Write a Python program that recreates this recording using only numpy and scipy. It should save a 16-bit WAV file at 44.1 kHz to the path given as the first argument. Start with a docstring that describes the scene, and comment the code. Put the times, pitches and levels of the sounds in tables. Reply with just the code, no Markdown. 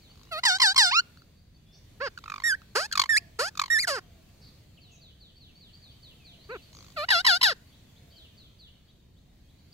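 """Parakeets call close by in a leafy tree; low rumble and small far birds run throughout.
From 0.3 s: a murmur, three harsh squawks, a rising squeal. From 2 to 4 s: a murmur, then dry rattles,
thin whistles and croaks. From 6.5 s: two murmurs, three more squawks; then the far birds alone.
A parakeet's syrinx buzzes with a puff of turbulence per cycle; throat and beak colour both,
and the leaves scatter the call. The small birds are gliding near-sines."""
import sys
import numpy as np
from scipy import signal
from scipy.fft import rfft, irfft, next_fast_len
from scipy.io import wavfile
from scipy.ndimage import uniform_filter1d

SR = 44100
rng = np.random.default_rng(int(sys.argv[2]) if len(sys.argv) > 2 else 0)


def waveform_to_disk(signal):
    """Save audio, clipped to [-1, 1], as 16-bit WAV at the path in sys.argv[1]."""
    frames = np.transpose(np.atleast_2d(signal))
    scaled = np.clip(frames, -1, 1) * 32767
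    samples = np.round(scaled).astype(np.int16)
    wavfile.write(sys.argv[1], SR, samples)


N = 429093
EDGE_HZ = 15800
SPLIT_HZ = 2900  # bright_db = power above this against power below

# swell of far chorus and leaves: time_s, gain_db
CHORUS_SWELL = [(0, 0), (1.1, 0), (1.5, -9), (1.9, -0.5), (4.1, -1.5), (4.5, 0.5), (4.701, -3), (5.3, -6.5),
                (5.9, -1.5), (6.3, -1), (6.9, 3.5), (7.601, -0.5), (8.25, -1), (8.5, -4), (9.1, -9),
                (9.73, -4)]
# throat and beak response in the chatter: freq_hz, gain_db
CHATTER_THROAT = [(350, -6.5), (550, -1), (850, -11), (1450, 2), (1850, -5.5), (2300, -17.5), (2800, -15),
                  (3600, -29.5), (4700, -9), (5700, -22.5), (7200, -26), (9000, -30), (11000, -28),
                  (15500, -60)]


def gain_of(db):
    """Decibels to amplitude."""
    return 10 ** (np.asarray(db) / 20)


def unit_rms(x):
    """Scale to rms 1."""
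    return x / np.sqrt(np.mean(x ** 2) + 1e-20)


def spectrum_at(points, hz):
    """Interpolate on a log-frequency axis."""
    f, value = np.transpose(points)
    return np.interp(np.log(hz + 1), np.log(f + 1), value)


def add(mix, start_s, sound):
    """Mix in place at start_s."""
    part = mix[max(round(start_s * SR), 0):][:len(sound)]
    part += sound[:len(part)]


def waver(size, hz):
    """Random wander, rms about 1, rolled off above hz."""
    f = np.fft.rfftfreq(size + 4096, 1 / SR)
    return unit_rms(irfft(rfft(rng.standard_normal(size + 4096)) / np.sqrt(1 + (f / hz) ** 4)))[:size]


def echoes(x, t60_s, damp_hz):
    """Scatter from leaves, trunks and walls: dense decaying taps, treble dying first."""
    taps = rng.standard_normal((2, SR)) * (rng.random((2, SR)) < .1)
    hz, t, spectra = signal.stft(taps, SR, nperseg=256)
    fading = gain_of(-60 * t / t60_s * (1 + hz[:, None] / damp_hz))
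    tail = signal.istft(spectra * fading, SR, nperseg=256)[1]
    tail[:, :60] = 0
    return signal.fftconvolve(x[None], tail / np.linalg.norm(tail[0]), axes=1)[:, :N]


def air():
    """Low rumble, alike on both sides, under patchy hiss of leaves and a far chorus."""
    # outdoor noise spectrum: freq_hz, relative_db
    noise_spectrum = [(12, -43.5), (20, -12.5), (70, 0), (161, -5.5), (382, -18), (686, -21.5), (834, -27),
                      (1450, -30), (2540, -26), (2840, -27.5), (4430, -25), (5230, -32), (6540, -30.5),
                      (9390, -38), (15500, -35)]
    # left-right likeness: freq_hz, correlation
    likeness = [(60, 0.98), (180, 0.93), (550, 0.31), (1650, 0.39), (4970, -0.014), (15000, 0.0)]
    frames, hz = N // 512 + 5, np.fft.rfftfreq(2048, 1 / SR)
    left_re, left_im, apart_re, apart_im, patches = rng.standard_normal((frames, len(hz), 5)).T
    patches = unit_rms(uniform_filter1d(uniform_filter1d(patches, size=12, axis=0), size=9, axis=1))
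    correlation = np.clip(spectrum_at(likeness, hz), -1, 1)[:, None]
    left = left_re + 1j * left_im
    right = correlation * left + np.sqrt(1 - correlation ** 2) * (apart_re + 1j * apart_im)
    frame_s = np.arange(frames) * 512 / SR
    swell_db = np.interp(frame_s, *np.transpose(CHORUS_SWELL)) * (hz / (hz + 300))[:, None]
    patch_db = 2 * patches * (hz / (hz + 400))[:, None]
    colour = gain_of(spectrum_at(noise_spectrum, hz)[:, None] + swell_db + patch_db)
    noise = signal.istft(np.array([left, right]) * colour, nperseg=2048, noverlap=1536)[1][:, :N]
    return gain_of(-55.5) * unit_rms(noise)


def tweet(length_s, start_hz, end_hz, level_db, rough):
    """One gliding near-sine; rough adds fast pitch wobble."""
    size = int(length_s * SR)
    hz = np.geomspace(start_hz, end_hz, size) * (1 + .069 * rough * waver(size, hz=469))
    tone = np.sin(2 * np.pi * np.cumsum(hz) / SR)
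    return gain_of(level_db) * unit_rms(tone * signal.windows.tukey(size, .4))


def small_birds():
    """Distant notes with echo, over a scatter of fainter ones."""
    # one bird's repeated falling note: start_s, level_db
    slurs = [(0.01, -64.5), (4.806, -62.5), (5.005, -60.5), (5.198, -59), (5.398, -60), (5.598, -59.5),
             (5.814, -59), (6.02, -57), (6.242, -57), (6.491, -60), (8.155, -59.5), (8.367, -59.5),
             (8.584, -59.5), (9.721, -50)]
    # short, nearly level pips: start_s, level_db
    pips = [(.09, -63), (1.171, -65), (1.371, -70.5), (1.54, -68.5), (1.73, -65), (5.353, -61), (5.55, -60),
            (5.729, -56), (5.895, -62.5), (6.615, -61.5), (8.1, -64), (9.58, -70.5)]
    # assorted far notes: start_s, length_s, start_hz, end_hz, level_db, rough
    far_notes = [(1.648, 0.12, 3355, 3600, -69.5, 0.25), (1.716, .08, 5150, 5870, -65.5, 0.93),
                 (4.406, 0.099, 4790, 4200, -60.5, 1.1), (4.771, .023, 3300, 2460, -59, 0.5),
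                 (4.87, 0.096, 3070, 2440, -67, 0.3), (4.908, .07, 6750, 6200, -64.5, .85),
                 (6.189, 0.1, 2695, 2260, -67, .05), (6.384, .08, 3760, 4850, -62, 0.3),
                 (6.72, 0.1, 6700, 5880, -62.5, 0.56), (8.114, .073, 3270, 3050, -63.5, .6)]
    # low sinking hoots: start_s, length_s, level_db
    hoots = [(3.166, .13, -68), (3.994, .27, -72.5), (4.816, .28, -76), (6.256, .17, -75),
             (7.946, .36, -76)]
    # quick rising chips: start_s, level_db
    chips = [(7.723, -64), (7.955, -64), (8.881, -66.5), (9.16, -70), (9.481, -70.5)]
    falling, others, faint = np.zeros(N), np.zeros(N), np.zeros((2, N))
    for start_s, level_db in slurs:
        note = tweet(.13, start_hz=4950, end_hz=2650 * rng.uniform(.9, 1.1), level_db=level_db, rough=.27)
        fade_db = np.linspace(2.5, rng.uniform(-9, -1.2), len(note))
        add(falling, start_s - .004, note * gain_of(fade_db))
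    for start_s, level_db in pips:
        add(others, start_s, tweet(.036, start_hz=4350, end_hz=4700, level_db=level_db, rough=.28))
    for start_s, level_db in chips:
        add(others, start_s, tweet(.036, start_hz=3050, end_hz=4260, level_db=level_db, rough=.6))
    for start_s, *note in far_notes:
        add(others, start_s, tweet(*note))
    for start_s, length_s, level_db in hoots:
        add(others, start_s, tweet(length_s, start_hz=740, end_hz=610, level_db=level_db, rough=.2))
    for when, length, pitch, glide, loud, side in rng.random(size=(110, 6)):
        start_s, hz = when * N / SR, 2900 + 1700 * pitch
        level_db = -75 + 7 * loud + np.interp(start_s, *np.transpose(CHORUS_SWELL))
        note = tweet(.025 + .05 * length, hz, hz * (.88 + .2 * glide), level_db, rough=.15)
        add(faint[int(2 * side)], start_s, note)
    from_right = np.array([np.roll(falling, 20), falling])
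    garden = gain_of(-2.5) * echoes(falling + others + faint.sum(0), t60_s=.75, damp_hz=14000)
    return from_right + gain_of(-1.5) * others + faint + garden


def throat_phase(throat, hz):
    """Minimum phase of the throat, so each pulse rings; treble arrives slightly late, smearing it."""
    grid_hz = np.fft.rfftfreq(2048, 1 / SR)
    log_gain = np.log(gain_of(spectrum_at(throat, grid_hz)))
    ring_rad = -signal.hilbert(np.r_[log_gain, log_gain[-2:0:-1]]).imag[:len(grid_hz)]
    smear_rad = np.pi * .0009 * grid_hz ** 2 / 5000  # pulses sound less spiky
    return np.interp(hz, grid_hz, ring_rad - smear_rad)


def noisiness(hz):
    """Weight of turbulence against buzz; takes over in the high treble."""
    return hz / (hz + 800) * (.5 + .4 * (hz / 4000) ** 3)


def voice(hz, level_db, bright_db, throat, jitter, rasp_db, flutter):
    """Syrinx buzz plus a turbulent puff per cycle, both coloured by throat and beak."""
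    size = len(hz)
    f = np.fft.rfftfreq(2 * size, 1 / SR)
    cycles = np.cumsum(hz * (1 + jitter * waver(size, hz=334))) / SR
    k = np.arange(1, int(EDGE_HZ / hz.min()) + 1)[:, None]
    harmonic_hz = k * hz
    heights = gain_of(spectrum_at(throat, harmonic_hz)) * (harmonic_hz < EDGE_HZ)
    # small tongue and beak moves make upper harmonics come and go
    drift = np.array([waver(size, hz=28) for _ in k])
    heights *= gain_of(2.4 * drift * np.minimum(harmonic_hz / 4000, 1))
    rasp = gain_of(rasp_db) * np.ones(size)
    clean = 1 / np.sqrt(1 + (rasp * noisiness(harmonic_hz)) ** 2)
    buzz = (clean * heights * np.cos(2 * np.pi * k * cycles + throat_phase(throat, harmonic_hz))).sum(0)
    buzz *= 1 + flutter * waver(size, hz=420)
    puff_shape = .2 + np.exp(-(cycles % 1) / .34)
    puffs = unit_rms(rng.standard_normal(size) * puff_shape) * rasp * np.sqrt(SR / hz) / 2
    colour = gain_of(spectrum_at(throat, f)) * noisiness(f)
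    colour /= np.sqrt(1 + (rasp.mean() * noisiness(f)) ** 2)
    spectrum = rfft(buzz, 2 * size) + rfft(puffs, 2 * size) * colour
    spectrum /= 1 + (.65 * hz.min() / (f + 1)) ** 8  # cut below the fundamental
    # opening the beak shifts power from the low resonance to the high ones
    upper = 1 / (1 + (SPLIT_HZ / (f + 1)) ** 12)
    upper_share = 1 / (1 + gain_of(-bright_db) ** 2)
    out = 0
    for band, share in ((1 - upper, 1 - upper_share), (upper, upper_share)):
        part = irfft(spectrum * band)[:size]
        power = abs(uniform_filter1d(part ** 2, size=300)) + 1e-7
        out = out + part * np.sqrt(share / power)
    return out * gain_of(level_db)


def beats(rows, throat, rise_s, fall_s, jitter, rasp_db):
    """The syrinx opens for a few rough cycles; weak beats shrink to ticks."""
    out, t = np.zeros(N), np.arange(-.008, .016, 1 / SR)
    for peak_s, hz, level_db, bright_db in rows:
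        scaled_s = t / np.interp(level_db, [-48, -22], [.45, 1])
        shape = np.where(t < 0, np.exp(-(scaled_s / rise_s) ** 2), np.exp(-abs(scaled_s) / fall_s))
        sound = voice(np.full(len(t), hz), level_db, bright_db, throat, jitter, rasp_db, flutter=.15)
        add(out, peak_s + t[0], shape * sound)
    return out


def rattles():
    """Dry trains of beats that swell and die, the loud ones sinking in pitch; also lone ticks."""
    # beat trains: first_s, peak_s, last_s, peak_db, ends_db, start_hz, end_hz,
    # peak_bright_db, ends_bright_db
    trains = [(0.099, 0.242, .292, -49.5, -58.5, 1200, 1150, 5, -6),
              (2.241, 2.318, 2.4225, -26.5, -38.5, 1360, 1014, -19, -5.5),
              (2.9159, 3, 3.0598, -11, -32.5, 1424, 968.5, 2, -6),
              (3.555, 3.604, 3.682, -14.5, -40, 1277, 995, -3, -2),
              (6.7315, 6.75, 6.9228, -45.5, -49.5, 1130, 1147, 2, 7)]
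    # lone beats: peak_s, pitch_hz, level_db, bright_db
    ticks = [(.5864, 1045, -36.5, 7.5), (.7466, 1080, -35, 2.5), (1.1741, 1421, -48, -4),
             (1.221, 1350, -49.5, -5), (2.1778, 1479, -33, -9.5), (2.1886, 1367, -40.5, -5),
             (2.6191, 1308, -46, -11), (2.9272, 1619, -22.5, 6)]
    # throat and beak response: freq_hz, gain_db
    throat = [(500, -28), (850, -8.5), (1100, 0), (1600, 2.5), (2300, -7.5), (3400, -12), (4400, -2.5),
              (5300, -18), (7000, -15.5), (9000, -33), (11000, -25.5), (15500, -39)]
    beats_per_s, pitch_scatter, bright_scatter_db = 50, .066, 3
    rows = list(ticks)
    for first_s, peak_s, last_s, peak_db, ends_db, start_hz, end_hz, *brightness in trains:
        peak_bright_db, ends_bright_db = brightness
        beat_s = np.linspace(first_s, last_s, round((last_s - first_s) * beats_per_s) + 1)
        swell = np.interp(beat_s, [first_s, peak_s, last_s], [0, 1, 0])
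        detune, tint = rng.standard_normal((len(beat_s), 2)).T
        hz = np.geomspace(start_hz, end_hz, len(beat_s)) * (1 + pitch_scatter * detune)
        level_db = ends_db + (peak_db - ends_db) * swell
        bright_db = ends_bright_db + (peak_bright_db - ends_bright_db) * swell + bright_scatter_db * tint
        rows.extend(zip(beat_s, hz, level_db, bright_db))
    return beats(rows, throat, rise_s=.0025, fall_s=.0032, jitter=.035, rasp_db=-2)


def gesture(row, fade_curve):
    """Time, pitch, level and brightness of a call; pitch passes a turn (bend 1 straight, 2 round)."""
    start_s, length_s, start_hz, turn_hz, end_hz, turn_after_s, bend = row[:7]
    level_db, fade_db, start_bright_db, end_bright_db = row[7:]
    t = np.arange(0, length_s, 1 / SR)
    from_turn = np.interp(t, [0, turn_after_s, length_s], [1, 0, 1]) ** bend
    hz = turn_hz + (np.where(t < turn_after_s, start_hz, end_hz) - turn_hz) * from_turn
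    progress = t / length_s
    bright_db = start_bright_db + (end_bright_db - start_bright_db) * progress
    return start_s + t, hz, level_db + fade_db * progress ** fade_curve, bright_db


def utter(controls, throat, attack_s, release_s, jitter, rasp_db, flutter, attack_rough):
    """One call: hoarsest at the onset, then clearing."""
    t, hz, level_db, bright_db = controls
    clearing_s = .029
    hoarse = 1 + attack_rough * np.exp(-(t - t[0]) / clearing_s)
    rasp_db = rasp_db + 20 * np.log10(hoarse)
    sound = voice(hz, level_db, bright_db, throat, jitter * hoarse, rasp_db, flutter * hoarse)
    opening = np.minimum((t - t[0]) / attack_s, 1) * np.minimum((t[-1] - t) / release_s, 1)
    out = np.zeros(N)
    add(out, t[0], sound * np.sin(np.pi / 2 * opening) ** 1.5)
    return out


def murmur(row, throat):
    """Soft closed-beak call, easing in and out."""
    return utter(gesture(row, fade_curve=2), throat, attack_s=.019, release_s=.017,
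                 jitter=.007, rasp_db=-16, flutter=.055, attack_rough=.4)


def squawk(row, throat):
    """A catch of the voice, then a harsh scoop with a louder, brighter onset."""
    catch_lead_s, bite_s = .0112, .016
    resonance_hz, width_hz = 1750, 94
    t, hz, level_db, bright_db = gesture(row, fade_curve=2.09)
    catch = (t[0] - catch_lead_s, hz[0] * .96, level_db[0] - 2, bright_db[0] - 3)
    bite = np.exp(-((t - t[0]) / bite_s) ** 2)
    # darkens as the second harmonic crosses the throat's low resonance
    darken_db = 5 * np.exp(-((2 * hz - resonance_hz) / width_hz) ** 2)
    controls = (t, hz, level_db + 2 * bite, bright_db + 3 * bite - darken_db)
    call = utter(controls, throat, attack_s=.0036, release_s=.016,
                 jitter=.004, rasp_db=-16, flutter=.05, attack_rough=2.4)
    return call + beats([catch], throat, rise_s=.0036, fall_s=.006, jitter=.037, rasp_db=-16)


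def squeal():
    """The third squawk breaks into a clearer note that swells as it climbs."""
    # rising call: columns as unpacked in gesture()
    row = (.906, .103, 730, 1370, 1540, .072, 1.6, -26.5, 10, -4, -1.5)
    # throat and beak response: freq_hz, gain_db
    throat = [(700, -13.5), (1100, -9.5), (1500, -1.5), (1900, -15), (2300, -9.5), (2800, -4.5),
              (3400, -11), (4300, -3), (5300, -8.5), (6100, -20.5), (7200, -20.5), (9000, -48),
              (15500, -54.5)]
    return utter(gesture(row, fade_curve=.94), throat, attack_s=.012, release_s=.016,
                 jitter=.004, rasp_db=-19, flutter=.04, attack_rough=.5)


def whistles():
    """Thin, nearly clean notes gliding along smoothed curves."""
    # one curve per whistle: time_s, pitch_hz, level_db, bright_db
    curves = [
        [(2.436, 1844, -24.5, -12.5), (2.474, 1887, -23, -9), (2.505, 1697, -23, -8), (2.532, 1492, -24, -17.5),
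         (2.546, 1649, -30, -22.5), (2.556, 1950, -31.5, -25)],
        [(3.091, 1840, -19, -17), (3.118, 1816, -21, -13.5), (3.158, 1654, -21.5, -11.5),
         (3.165, 1789, -18, -12.5), (3.176, 2320, -19, 3), (3.187, 2744, -23.5, 2.5)],
        [(3.7, 1817, -22, -16), (3.732, 1895, -20.5, -11), (3.77, 1731, -21, -12.5), (3.784, 1800, -23, -14),
         (3.806, 2471, -24.5, 15.5), (3.82, 2405, -30, 16), (3.842, 1953, -28, -11), (3.855, 1478, -25, -16)],
    ]
    out = np.zeros(N)
    for curve in curves:
        time_s, *columns = np.transpose(curve)
        t = np.arange(time_s[0], time_s[-1], 1 / SR)
        controls = [uniform_filter1d(np.interp(t, time_s, c), size=400, mode="nearest") for c in columns]
        out += utter([t] + controls, CHATTER_THROAT, attack_s=.0044, release_s=.006,
                     jitter=.0035, rasp_db=-21, flutter=.045, attack_rough=.4)
    return out


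def croaks():
    """Hoarse low calls that start hard and fade."""
    # two rising calls, one falling: columns as unpacked in gesture()
    rows = [(2.750, 0.12, 351.6, 747, 905, 0.072, 1, -19.5, -17.5, -5, -1),
            (3.387, 0.11, 409.4, 690, 900, 0.061, 1, -22, -13.5, -5.5, -2),
            (3.869, 0.13, 788, 546.6, 320, 0.059, 1.6, -23.5, -11.5, 0.5, -11)]
    return sum(utter(gesture(row, fade_curve=.9), CHATTER_THROAT, attack_s=.012, release_s=.013,
                     jitter=.01, rasp_db=-10, flutter=.1, attack_rough=1.4) for row in rows)


def perch(x, balance, lead, left_lag_s=.00015):
    """Leaves colour and phase-shift each side differently; sound reaches the left later."""
    size = next_fast_len(N + 512, True)
    f = np.fft.rfftfreq(size, 1 / SR)
    ratio = gain_of(spectrum_at(balance, f))
    phase = np.interp(f, *np.transpose(lead)) - 2 * np.pi * f * left_lag_s
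    sides = np.array([ratio * np.exp(.5j * phase), np.exp(-.5j * phase)]) * np.sqrt(2 / (1 + ratio ** 2))
    return irfft(rfft(x, size) * sides, size)[:, :N]


def parakeets():
    """Squawks, chatter, squawks from three near perches, almost dry."""
    # calls: start_s, length_s, start_hz, turn_hz, end_hz, turn_after_s, bend, level_db, fade_db,
    # start_bright_db, end_bright_db
    murmurs = [(.309, 0.096, 730.4, 619.6, 770, 0.049, 2, -32.5, 0, -6.5, -4.5),
               (1.999, 0.091, 402.4, 571, 320, 0.04, 1.9, -29.5, -0.91, -13.5, -0.5),
               (6.487, .089, 371, 523, 280, .049, 1.3, -37.5, -1, -35, -30),
               (6.961, 0.096, 770, 588.6, 820, 0.039, 2.8, -30, -1.2, -8.5, -10)]
    squawks = [(.450, 0.13, 1044, 724.3, 800, .066, 1.7, -19.5, -11.5, 0.5, -.5),
               (.615, 0.12, 1084, 748.6, 850, .075, 1.7, -17, -13.5, 3.5, 0.5),
               (0.776, .140, 1103, 705, 768, .104, 1.7, -16, -16, 6, 1),
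               (7.102, 0.12, 1017, 677.3, 800, .064, 2, -19, -12, -4, 0.5),
               (7.263, 0.12, 1048, 697, 799, .072, 1.8, -17, -12, -0.5, 1.5),
               (7.428, .110, 1065, 706, 356, .064, 1.2, -17.5, -17.5, 5, -6.5)]
    # throat and beak responses: freq_hz, gain_db
    murmur_throat = [(350, 3.5), (550, -1.5), (850, -15), (1250, -1), (1900, -12.5), (2500, -11.5),
                     (3300, -20), (4300, -11), (5600, -35), (9000, -37), (15500, -40)]
    first_throat = [(700, -14.5), (1150, -14), (1550, -4), (1900, -5.5), (2350, -31), (2650, -16),
                    (3100, -12.5), (3600, -5.5), (4200, -4), (5200, -6.5), (6300, -19.5), (8000, -13.5),
                    (9400, -42.5), (10800, -30), (12800, -43.5), (15500, -37.5)]
    last_throat = [(450, -7), (700, -14.5), (900, -20.5), (1450, -5.5), (1850, -3), (2300, -25.5),
                   (3000, -11.5), (3900, -6.5), (4900, -4.5), (6000, -23.5), (7500, -25.5), (9000, -28.5),
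                   (11000, -30), (15500, -43.5)]
    # each perch's balance through the leaves: freq_hz, left_minus_right_db
    first_balance = [(60, -1.5), (92, -1.5), (140, -2.5), (210, 1.5), (330, -3), (500, 1.5), (770, -5),
                     (1170, -2.0), (1790, -1.5), (2740, -6.5), (4190, 5.5), (6410, -10.5), (9810, 7.5),
                     (15000, -0.5)]
    chatter_balance = [(60, -6.5), (92, -4.5), (140, -2.5), (210, 5), (330, 1), (500, -0.5), (770, -3.5),
                       (1170, -2), (1790, -6), (2740, -11), (4190, 11), (6410, -8.5), (9810, 12.5),
                       (15000, 3)]
    last_balance = [(60, 2), (92, 1.5), (140, -1), (210, 1.0), (330, 1.5), (500, 0.0), (770, 1),
                    (1170, -0.5), (1790, 3), (2740, -15.5), (4190, 9), (6410, -2.5), (9810, 6), (15000, 12)]
    # phase added by the leaves: freq_hz, left_lead_rad
    first_lead = [(0, 0), (700, 0.1), (1500, 0.0), (1900, 0.1), (2400, 1.4), (2900, -0.6), (3400, 0.4),
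                  (3900, 0.4), (4500, -0.7), (5200, -1.1), (6200, -2.2)]
    chatter_lead = [(0, 0), (700, 0.2), (1500, 0.1), (1900, 0.2), (2400, 1.6), (2900, 3.8), (3400, 3.2),
                    (3900, 4.7), (4500, 6.8), (5200, 6.3), (6200, 6.6)]
    last_lead = [(0, 0), (700, 0.2), (1500, 0.4), (1900, -0.5), (2400, -2.8), (2900, -3.1), (3400, -2.8),
                 (3900, -2.7), (4500, 0.4), (5200, 0.8), (6200, -0.9)]
    first = murmur(murmurs[0], murmur_throat)
    first += sum(squawk(row, first_throat) for row in squawks[:3]) + squeal()
    last = sum(murmur(row, murmur_throat) for row in murmurs[2:])
    last += sum(squawk(row, last_throat) for row in squawks[3:])
    half_closed_beak = signal.butter(3, 4000, fs=SR)
    chatter = signal.lfilter(*half_closed_beak, murmur(murmurs[1], CHATTER_THROAT))
    chatter += croaks() + whistles() + rattles()
    direct = perch(first, first_balance, first_lead)
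    direct += perch(chatter, chatter_balance, chatter_lead)
    direct += perch(last, last_balance, last_lead)
    calls = first + chatter + last
    # a leaf reflects only wavelengths smaller than itself
    treble = signal.lfilter(*signal.butter(1, 4500, "high", fs=SR), calls)
    leaves = gain_of(-6) * echoes(treble, t60_s=.025, damp_hz=30000)
    garden = gain_of(-35.5) * echoes(calls, t60_s=.63, damp_hz=9000)
    return direct + leaves + garden


def scene():
    """Parakeets, far birds and air, in stereo."""
    return parakeets() + small_birds() + air()


def record(dry):
    """Soft peak limit, then low-pass at EDGE_HZ."""
    rounded = dry / (1 + (dry / .68) ** 4) ** .25
    band_limit = signal.firwin(511, EDGE_HZ, window=("kaiser", 9), fs=SR)
    return signal.oaconvolve(rounded, band_limit[None], "same")


dry = scene()
out = record(dry)
waveform_to_disk(out)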